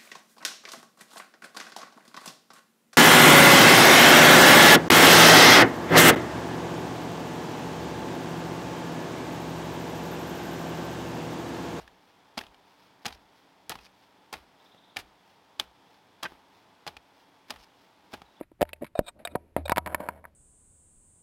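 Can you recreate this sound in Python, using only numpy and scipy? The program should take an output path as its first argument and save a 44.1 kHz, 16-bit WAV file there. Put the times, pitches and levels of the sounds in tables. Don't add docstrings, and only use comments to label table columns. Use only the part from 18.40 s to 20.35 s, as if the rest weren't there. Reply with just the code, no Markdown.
import sys
import numpy as np
from scipy import signal
from scipy.fft import rfft, irfft, next_fast_len
from scipy.io import wavfile

SR = 44100
rng = np.random.default_rng(int(sys.argv[2]) if len(sys.argv) > 2 else 0)


def generate_wav(sig):
    pcm = np.round(np.clip(np.atleast_2d(sig).T, -1, 1) * 32767).astype(np.int16)
    wavfile.write(sys.argv[1], SR, pcm)


N = 85995
TAP_S, LEVEL_WINDOW_S = .09, .01


def amp(db):
    return 10 ** (np.asarray(db, float) / 20)


def unit(x):
    return x / np.sqrt(np.sum(x ** 2) + 1e-20)


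def fade(t, t60):
    return np.exp(-np.log(1000) * t / t60)


def through(x, response):
    return signal.fftconvolve(x, response)[:len(x)]


def low_cut(x, edge_hz):
    return signal.sosfilt(signal.butter(3, edge_hz, "highpass", fs=SR, output="sos"), x)


def colour(x, curve):
    size = 2 * next_fast_len(len(x))
    hz, db = np.array(curve, float).T
    bin_hz = np.arange(size // 2 + 1) * SR / size
    gain = amp(np.interp(np.log(bin_hz + 1), np.log(hz), db))
    cepstrum = irfft(np.log(gain))
    cepstrum[1:size // 2] *= 2
    cepstrum[size // 2 + 1:] = 0
    return irfft(rfft(x, size) * np.exp(rfft(cepstrum)))[:len(x)]


def ring(modes, length_s, scatter_db=0):
    t = np.arange(int(length_s * SR)) / SR
    out = np.zeros(len(t))
    for hz, db, t60 in modes:
        partial = unit(np.sin(2 * np.pi * hz * t) * fade(t, t60))
        out -= amp(db + scatter_db * rng.standard_normal()) * partial
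    return out


def burst(curve, t60, length_s):
    t = np.arange(int(length_s * SR)) / SR
    return unit(colour(rng.standard_normal(len(t)) * fade(t, t60), curve))


def stroke(t, swell, release, rise_db=12, fall_db=26):
    return amp(-np.maximum(rise_db * (1 - t / swell), fall_db * (t - swell) / release))


def add(out, start, x):
    i = max(int(start * SR), 0)
    out[i:i + len(x)] += x[:max(len(out) - i, 0)]


# f/Hz, gain/dB
WATER_EQ = [(25, 4.5), (76, 7.5), (120, 3), (200, -5), (600, -18.5), (1200, -17), (2400, -21),
            (6000, -33), (13000, -32.5), (16000, -42)]


def water(level_db=-64):
    return amp(level_db) * np.sqrt(N) * unit(colour(rng.standard_normal(N), WATER_EQ))


# t/s, hum level/dB
TRAP_JOLTS = [(.22, -47), (.87, -52), (.955, -61), (1.165, -32.5), (1.32, -54), (1.385, -45.5),
              (1.465, -53.5), (1.69, -52)]


def trap_hum(hz=78.2, rise_s=.021, t60=.8):
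    t = np.arange(N) / SR
    envelope = np.zeros(N)
    for start, db in TRAP_JOLTS:
        age = np.maximum(t - start, 0)
        envelope += amp(db) * (1 - np.exp(-age / rise_s)) * fade(age, t60)
    return np.sqrt(2) * envelope * np.sin(2 * np.pi * hz * t)


# f/Hz, gain/dB
MESH_EQ = [(60, -14), (110, -12), (170, 3.5), (400, 1), (650, -5.5), (1000, -7), (1500, -16), (2300, -19.5),
           (3500, -20.5), (6000, -36), (11000, -5.5), (15000, -19)]
# f/Hz, level/dB, t60/s
MESH_NOTES = [(483.3, -17, 0.23), (595.8, -6, 0.18), (723, -9, 0.11), (958, -13, 0.17), (1260, -18.5, .15)]


def wire_mesh(shake, return_db=-14.5):
    tail = burst(MESH_EQ, t60=.76, length_s=1) + ring(MESH_NOTES, length_s=1)
    return amp(return_db) * through(shake, tail)


# t/s, swell/s, release/s, rub level/dB, scratch level/dB
SCUFF_CUES = [(0, 0.0049, .008, -48.5, -51.5), (0.02, 0.013, 0.018, -53.5, -53.5),
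              (0.19, 0.021, 0.028, -46.5, -64.5), (0.264, 0.034, 0.022, -80, -58),
              (.358, 0.0044, 0.022, -64.5, -62.5), (0.41, 0.011, 0.0041, -33, -57),
              (0.445, 0.0074, 0.0099, -55, -45.5), (0.4651, .001, 0.018, -64, -44.5),
              (.605, 0.0034, 0.017, -36.5, -63), (0.742, 0.033, 0.09, -54, -84),
              (0.789, 0.0036, 0.069, -52.5, -56.5), (0.799, 0.0031, 0.074, -47.5, -75.5),
              (.90, 0.041, 0.056, -48, -66), (1.171, 0.0047, 0.054, -31, -47),
              (1.85, 0.0048, 0.012, -50, -58), (1.874, 0.0065, .008, -59, -72)]
# f/Hz, gain/dB
RUB_EQ = [(60, -23.5), (170, -1.5), (300, 3.5), (450, -9), (620, 1), (900, -13), (2000, -43), (5000, -89)]
SCRATCH_EQ = [(150, -27), (600, -8), (1300, 5.5), (2300, 7), (3200, -7.5), (3900, -3), (5500, -19),
              (8000, -19.5), (10000, -9), (13000, -9), (14700, -26), (16000, -43)]


def scuffs():
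    out, t = np.zeros(N), np.arange(N // 12) / SR
    for start, swell, release, rub_db, scratch_db in SCUFF_CUES:
        rub = amp(rub_db) * unit(colour(rng.standard_normal(len(t)), RUB_EQ))
        scratch = amp(scratch_db) * unit(colour(rng.standard_normal(len(t)), SCRATCH_EQ))
        add(out, start, (rub + scratch) * np.sqrt(len(t)) * stroke(t, swell, release))
    return out


# t/s, f/Hz, level/dB, t60/s
PING_CUES = [(0.0101, 312, -35, 0.039), (.116, 322, -50.5, 0.035), (.2275, 719, -19.5, 0.015),
             (.229, 890, -53, 0.75), (.332, 2617, -37, 0.019), (0.61, 290, -59, 0.015),
             (.8525, 692, -36.5, 0.086), (1.5466, 1800, -26.5, 0.015)]


def pings():
    out = np.zeros(N)
    for start, hz, db, t60 in PING_CUES:
        add(out, start, ring([(hz, db, t60)], length_s=.5) * np.sqrt(LEVEL_WINDOW_S * SR))
    return low_cut(out, edge_hz=180)


# t/s, swell/s, release/s, bright level/dB, body against bright/dB, slip rate/Hz
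CHIRP_CUES = [(0.552, 0.0035, .005, -49, 22, 600), (0.563, 0.017, .014, -46.5, 7, 990),
              (.625, 0.041, .015, -56.5, 0, 400), (0.661, 0.0079, 0.0052, -44.5, -8, 800),
              (.673, 0.014, .011, -35, -6, 990), (0.8508, 0.0006, .004, -29.5, -7.5, 1550),
              (0.894, 0.027, .008, -55, 0, 570), (1.254, 0.0054, .005, -35.5, 2.5, 490),
              (1.305, 0.0057, .007, -41.5, 8.5, 830)]
# f/Hz, relative level/dB, t60/s
TIP_BODY_MODES = [(595, 0, .025), (680, -1, .028)]
TIP_BRIGHT_MODES = [(1356, -4, 0.013), (2450, -2.5, 0.03), (3732, 2.5, 0.021), (8200, -4, 0.019),
                    (12000, -15, .02), (13000, -17.5, 0.018)]
# f/Hz, gain/dB
RASP_EQ = [(200, -29), (700, 7.5), (1200, -0.5), (1700, -4.5), (2000, -18), (2600, -12), (3300, -19),
           (4700, -23), (6000, -20), (8000, -14.5), (10000, -22), (13500, -26), (16000, -40.5)]


def chirps(slip_count=120, jitter=.15, scatter_db=4, rasp_db=2.5, edge_hz=560):
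    out = np.zeros(N)
    for start, swell, release, db, body_db, rate in CHIRP_CUES:
        gap_spread, force_spread = rng.standard_normal((slip_count, 2)).T
        slip_times = np.concatenate([[0], np.cumsum(np.exp(jitter * gap_spread[1:]))]) / rate
        force = amp(scatter_db * force_spread) * stroke(slip_times, swell, release)
        slips = np.bincount((slip_times * SR).astype(int), weights=force, minlength=N // 4)
        high_ring = ring(TIP_BRIGHT_MODES, TAP_S)
        rasp = amp(rasp_db) * burst(RASP_EQ, t60=.034, length_s=TAP_S)
        bright = unit(low_cut(through(slips, high_ring + rasp), edge_hz))
        body = unit(low_cut(through(slips, ring(TIP_BODY_MODES, TAP_S)), edge_hz))
        add(out, start, amp(db) * np.sqrt(LEVEL_WINDOW_S * SR) * (bright + amp(body_db) * body))
    return out


# t/s, level/dB
GRATE_RIDE = [(1.457, -81), (1.468, -30.5), (1.493, -45), (1.529, -37.5), (1.575, -63), (1.605, -37),
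              (1.66, -42), (1.722, -53), (1.78, -53.5), (1.815, -94), (1.875, -58.5), (1.908, -98)]


def grating(points=3, catches_per_s=560, scatter_db=4.5):
    times, levels_db = np.array(GRATE_RIDE).T
    pressure = np.interp(np.arange(N) / SR, times, amp(levels_db), left=0)
    out = np.zeros(N)
    for _ in range(points):
        catches = rng.random(N) < catches_per_s / points / SR
        strength = amp(scatter_db * np.clip(rng.standard_normal(N), -2, 2))
        polarity = rng.choice([-1, 1], N)
        force = np.sqrt(N / points) * unit(catches * strength) * polarity * pressure
        case = housing_knock(levels_db=[-8, 1.5, -4.5, -7.5, -23.5, -17], edge_hz=93)
        out += through(force, unit(case))
    return out


# f/Hz, relative level/dB, t60/s
HOUSING_MODES = [(202, -14.5, 0.031), (326, -3.5, 0.009), (598, 0.5, 0.017), (681, -7, 0.034),
                 (740.5, -13.5, 0.066), (862, -10.5, 0.0095), (944.6, -1.5, 0.023), (1290, -17, 0.035),
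                 (1480, -10.5, .007), (1740, -12, 0.011), (2217, -13, .026), (2620, -24, 0.021)]
# f/Hz, gain/dB
CRACK_EQ = [(100, -18), (600, -16), (1000, 10), (2000, 5.5), (3300, -8), (4800, -11), (5500, -28),
            (6200, -29), (7400, -16.5), (8700, -20.5), (10500, -16), (12700, -13.5), (14500, -19),
            (15500, -29.5), (16300, -32)]
# low f/Hz, high f/Hz
KNOCK_BANDS = [(100, 450), (450, 800), (800, 1400), (1400, 2900), (2900, 5500), (7000, 16000)]


def housing_knock(levels_db, edge_hz, eq_passes=3):
    body = ring(HOUSING_MODES, TAP_S, scatter_db=1.5)
    crack = amp(-1.5) * burst(CRACK_EQ, t60=.016, length_s=TAP_S)
    knock = low_cut(body + crack, edge_hz)
    hz = np.arange(len(knock) // 2 + 1) * SR / len(knock)
    for _ in range(eq_passes):
        power = 2 * np.abs(rfft(knock)) ** 2 / (len(knock) * LEVEL_WINDOW_S * SR)
        curve = []
        for (low, high), db in zip(KNOCK_BANDS, levels_db):
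            band_db = 10 * np.log10(power[(hz >= low) & (hz < high)].sum())
            curve.append((np.sqrt(low * high), db - band_db))
        knock = colour(knock, curve)
    return knock


# t/s, thud/dB, hollow knock/dB, wall ring/dB, crack/dB, snap/dB, tick/dB,
# low cut/Hz (lower as the whole case gives), send to the mesh/dB
TAP_CUES = [(0.011, -39, -35, -45.5, -53.5, -70, -56.5, 266, -38.5),
            (0.117, -63, -57.5, -64, -73, -88, -75, 284, -34),
            (0.2102, -39.5, -22.5, -36, -37.5, -51, -45, 131, -29.5),
            (0.217, -22, -17.5, -28, -30, -32, -36.5, 92, -32.5),
            (0.2268, -27.5, -22, -41.5, -33, -39.5, -37.5, 30.5, -51),
            (0.253, -79, -76, -59, -56, -70, -67.5, 130, -27),
            (0.2915, -77, -76, -55.5, -50, -58, -58.5, 130, -24),
            (0.3327, -52, -41.5, -57.5, -43.5, -45.5, -45.5, 130, -19),
            (0.421, -37, -39, -62, -55, -76, -60, 224.5, -42),
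            (0.4242, -35, -33.5, -57.5, -53, -66.5, -57, 218, -47),
            (0.433, -33.5, -35.5, -51.5, -59, -71, -58, 224, -29),
            (0.445, -42, -55, -46, -47, -55, -57, 131.4, -18),
            (0.5916, -18.5, -15, -30.5, -38.5, -42, -37.5, 23.1, -33.5),
            (0.6093, -36.5, -46, -67, -75, -79, -85, 247, -42),
            (0.874, -50.5, -45, -47, -36, -48.5, -48.5, 130, -2),
            (0.9522, -40.5, -21, -43, -44.5, -49, -71, 132, -39),
            (0.9563, -26, -23.5, -28, -36, -54, -42.5, 91.4, -21.5),
            (1.165, -23.5, -20.5, -27.5, -32.5, -50, -41, 112.6, -25),
            (1.2809, -59, -40, -43, -40.5, -48, -48, 130, -10),
            (1.2961, -32.5, -31.5, -26.5, -28, -38.5, -37, 136, -18.5),
            (1.3198, -25.5, -20.5, -17.5, -22.5, -32, -33.5, 134, -40),
            (1.3614, -38.5, -60, -35.5, -36, -44, -47, 133, -6),
            (1.3718, -38, -28.5, -27, -30, -42.5, -39.5, 130, -18.5),
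            (1.3811, -25.5, -21.5, -18.5, -24, -32.5, -33.5, 140, -24.5),
            (1.462, -41, -51, -37, -36.5, -47, -48, 131, 1.5),
            (1.4741, -53.5, -43, -37, -37.5, -52.5, -47, 139, 0),
            (1.5465, -35.5, -33.5, -25.5, -24.5, -39, -32.5, 50, -25.5),
            (1.5476, -50, -34, -70.5, -48.5, -46, -53, 132, -19),
            (1.6045, -38, -50, -38, -47, -60, -56, 128, -3),
            (1.609, -51.5, -44, -70, -73, -67, -58.5, 128, -8),
            (1.6375, -55, -42.5, -52, -58, -73, -63, 124.4, -1),
            (1.688, -38, -34.5, -26.5, -33, -51, -43.5, 125, -41),
            (1.8416, -66, -51.5, -48.5, -52.5, -95.5, -64, 120.4, -23.5),
            (1.8522, -56, -50, -44.5, -43.5, -84, -56, 130, -30.5)]


def taps():
    direct, shake = np.zeros(N), np.zeros(N)
    for start, *levels_db, edge_hz, send_db in TAP_CUES:
        knock = housing_knock(levels_db, edge_hz)
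        add(direct, start, knock)
        add(shake, start, knock * amp(send_db))
    return direct, shake


# f/Hz, width/Hz, level/dB
GAP_RESONANCES = [(9730, 110, 6.5), (10790, 160, 1.5), (11390, 160, 5), (11430, 67, -20),
                  (11700, 200, -10.5), (12700, 160, 0)]
# f/Hz, width/Hz
GAP_NOTCHES = [(6100, 1500), (11950, 650), (11980, 650)]


def air_gap(x):
    out = x.copy()
    for hz, width, db in GAP_RESONANCES:
        out += amp(db) * signal.lfilter(*signal.iirpeak(hz, hz / width, fs=SR), x)
    for hz, width in GAP_NOTCHES:
        out = signal.lfilter(*signal.iirnotch(hz, hz / width, fs=SR), out)
    return out


def scene(grate_send_db=-11.5):
    knocks, shake = taps()
    grate = grating()
    crab = knocks + pings() + chirps() + scuffs() + grate
    trap = wire_mesh(shake + amp(grate_send_db) * grate) + trap_hum()
    return (air_gap(crab + trap) + water())[None]


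def record(dry, ceiling=.33, knee=6, top_hz=15900):
    limited = dry / (5 + np.abs(dry / ceiling) ** knee) ** (1 / knee)
    return signal.sosfilt(signal.ellip(8, .2, 80, top_hz, fs=SR, output="sos"), limited)


dry = scene()
out = record(dry)
generate_wav(out)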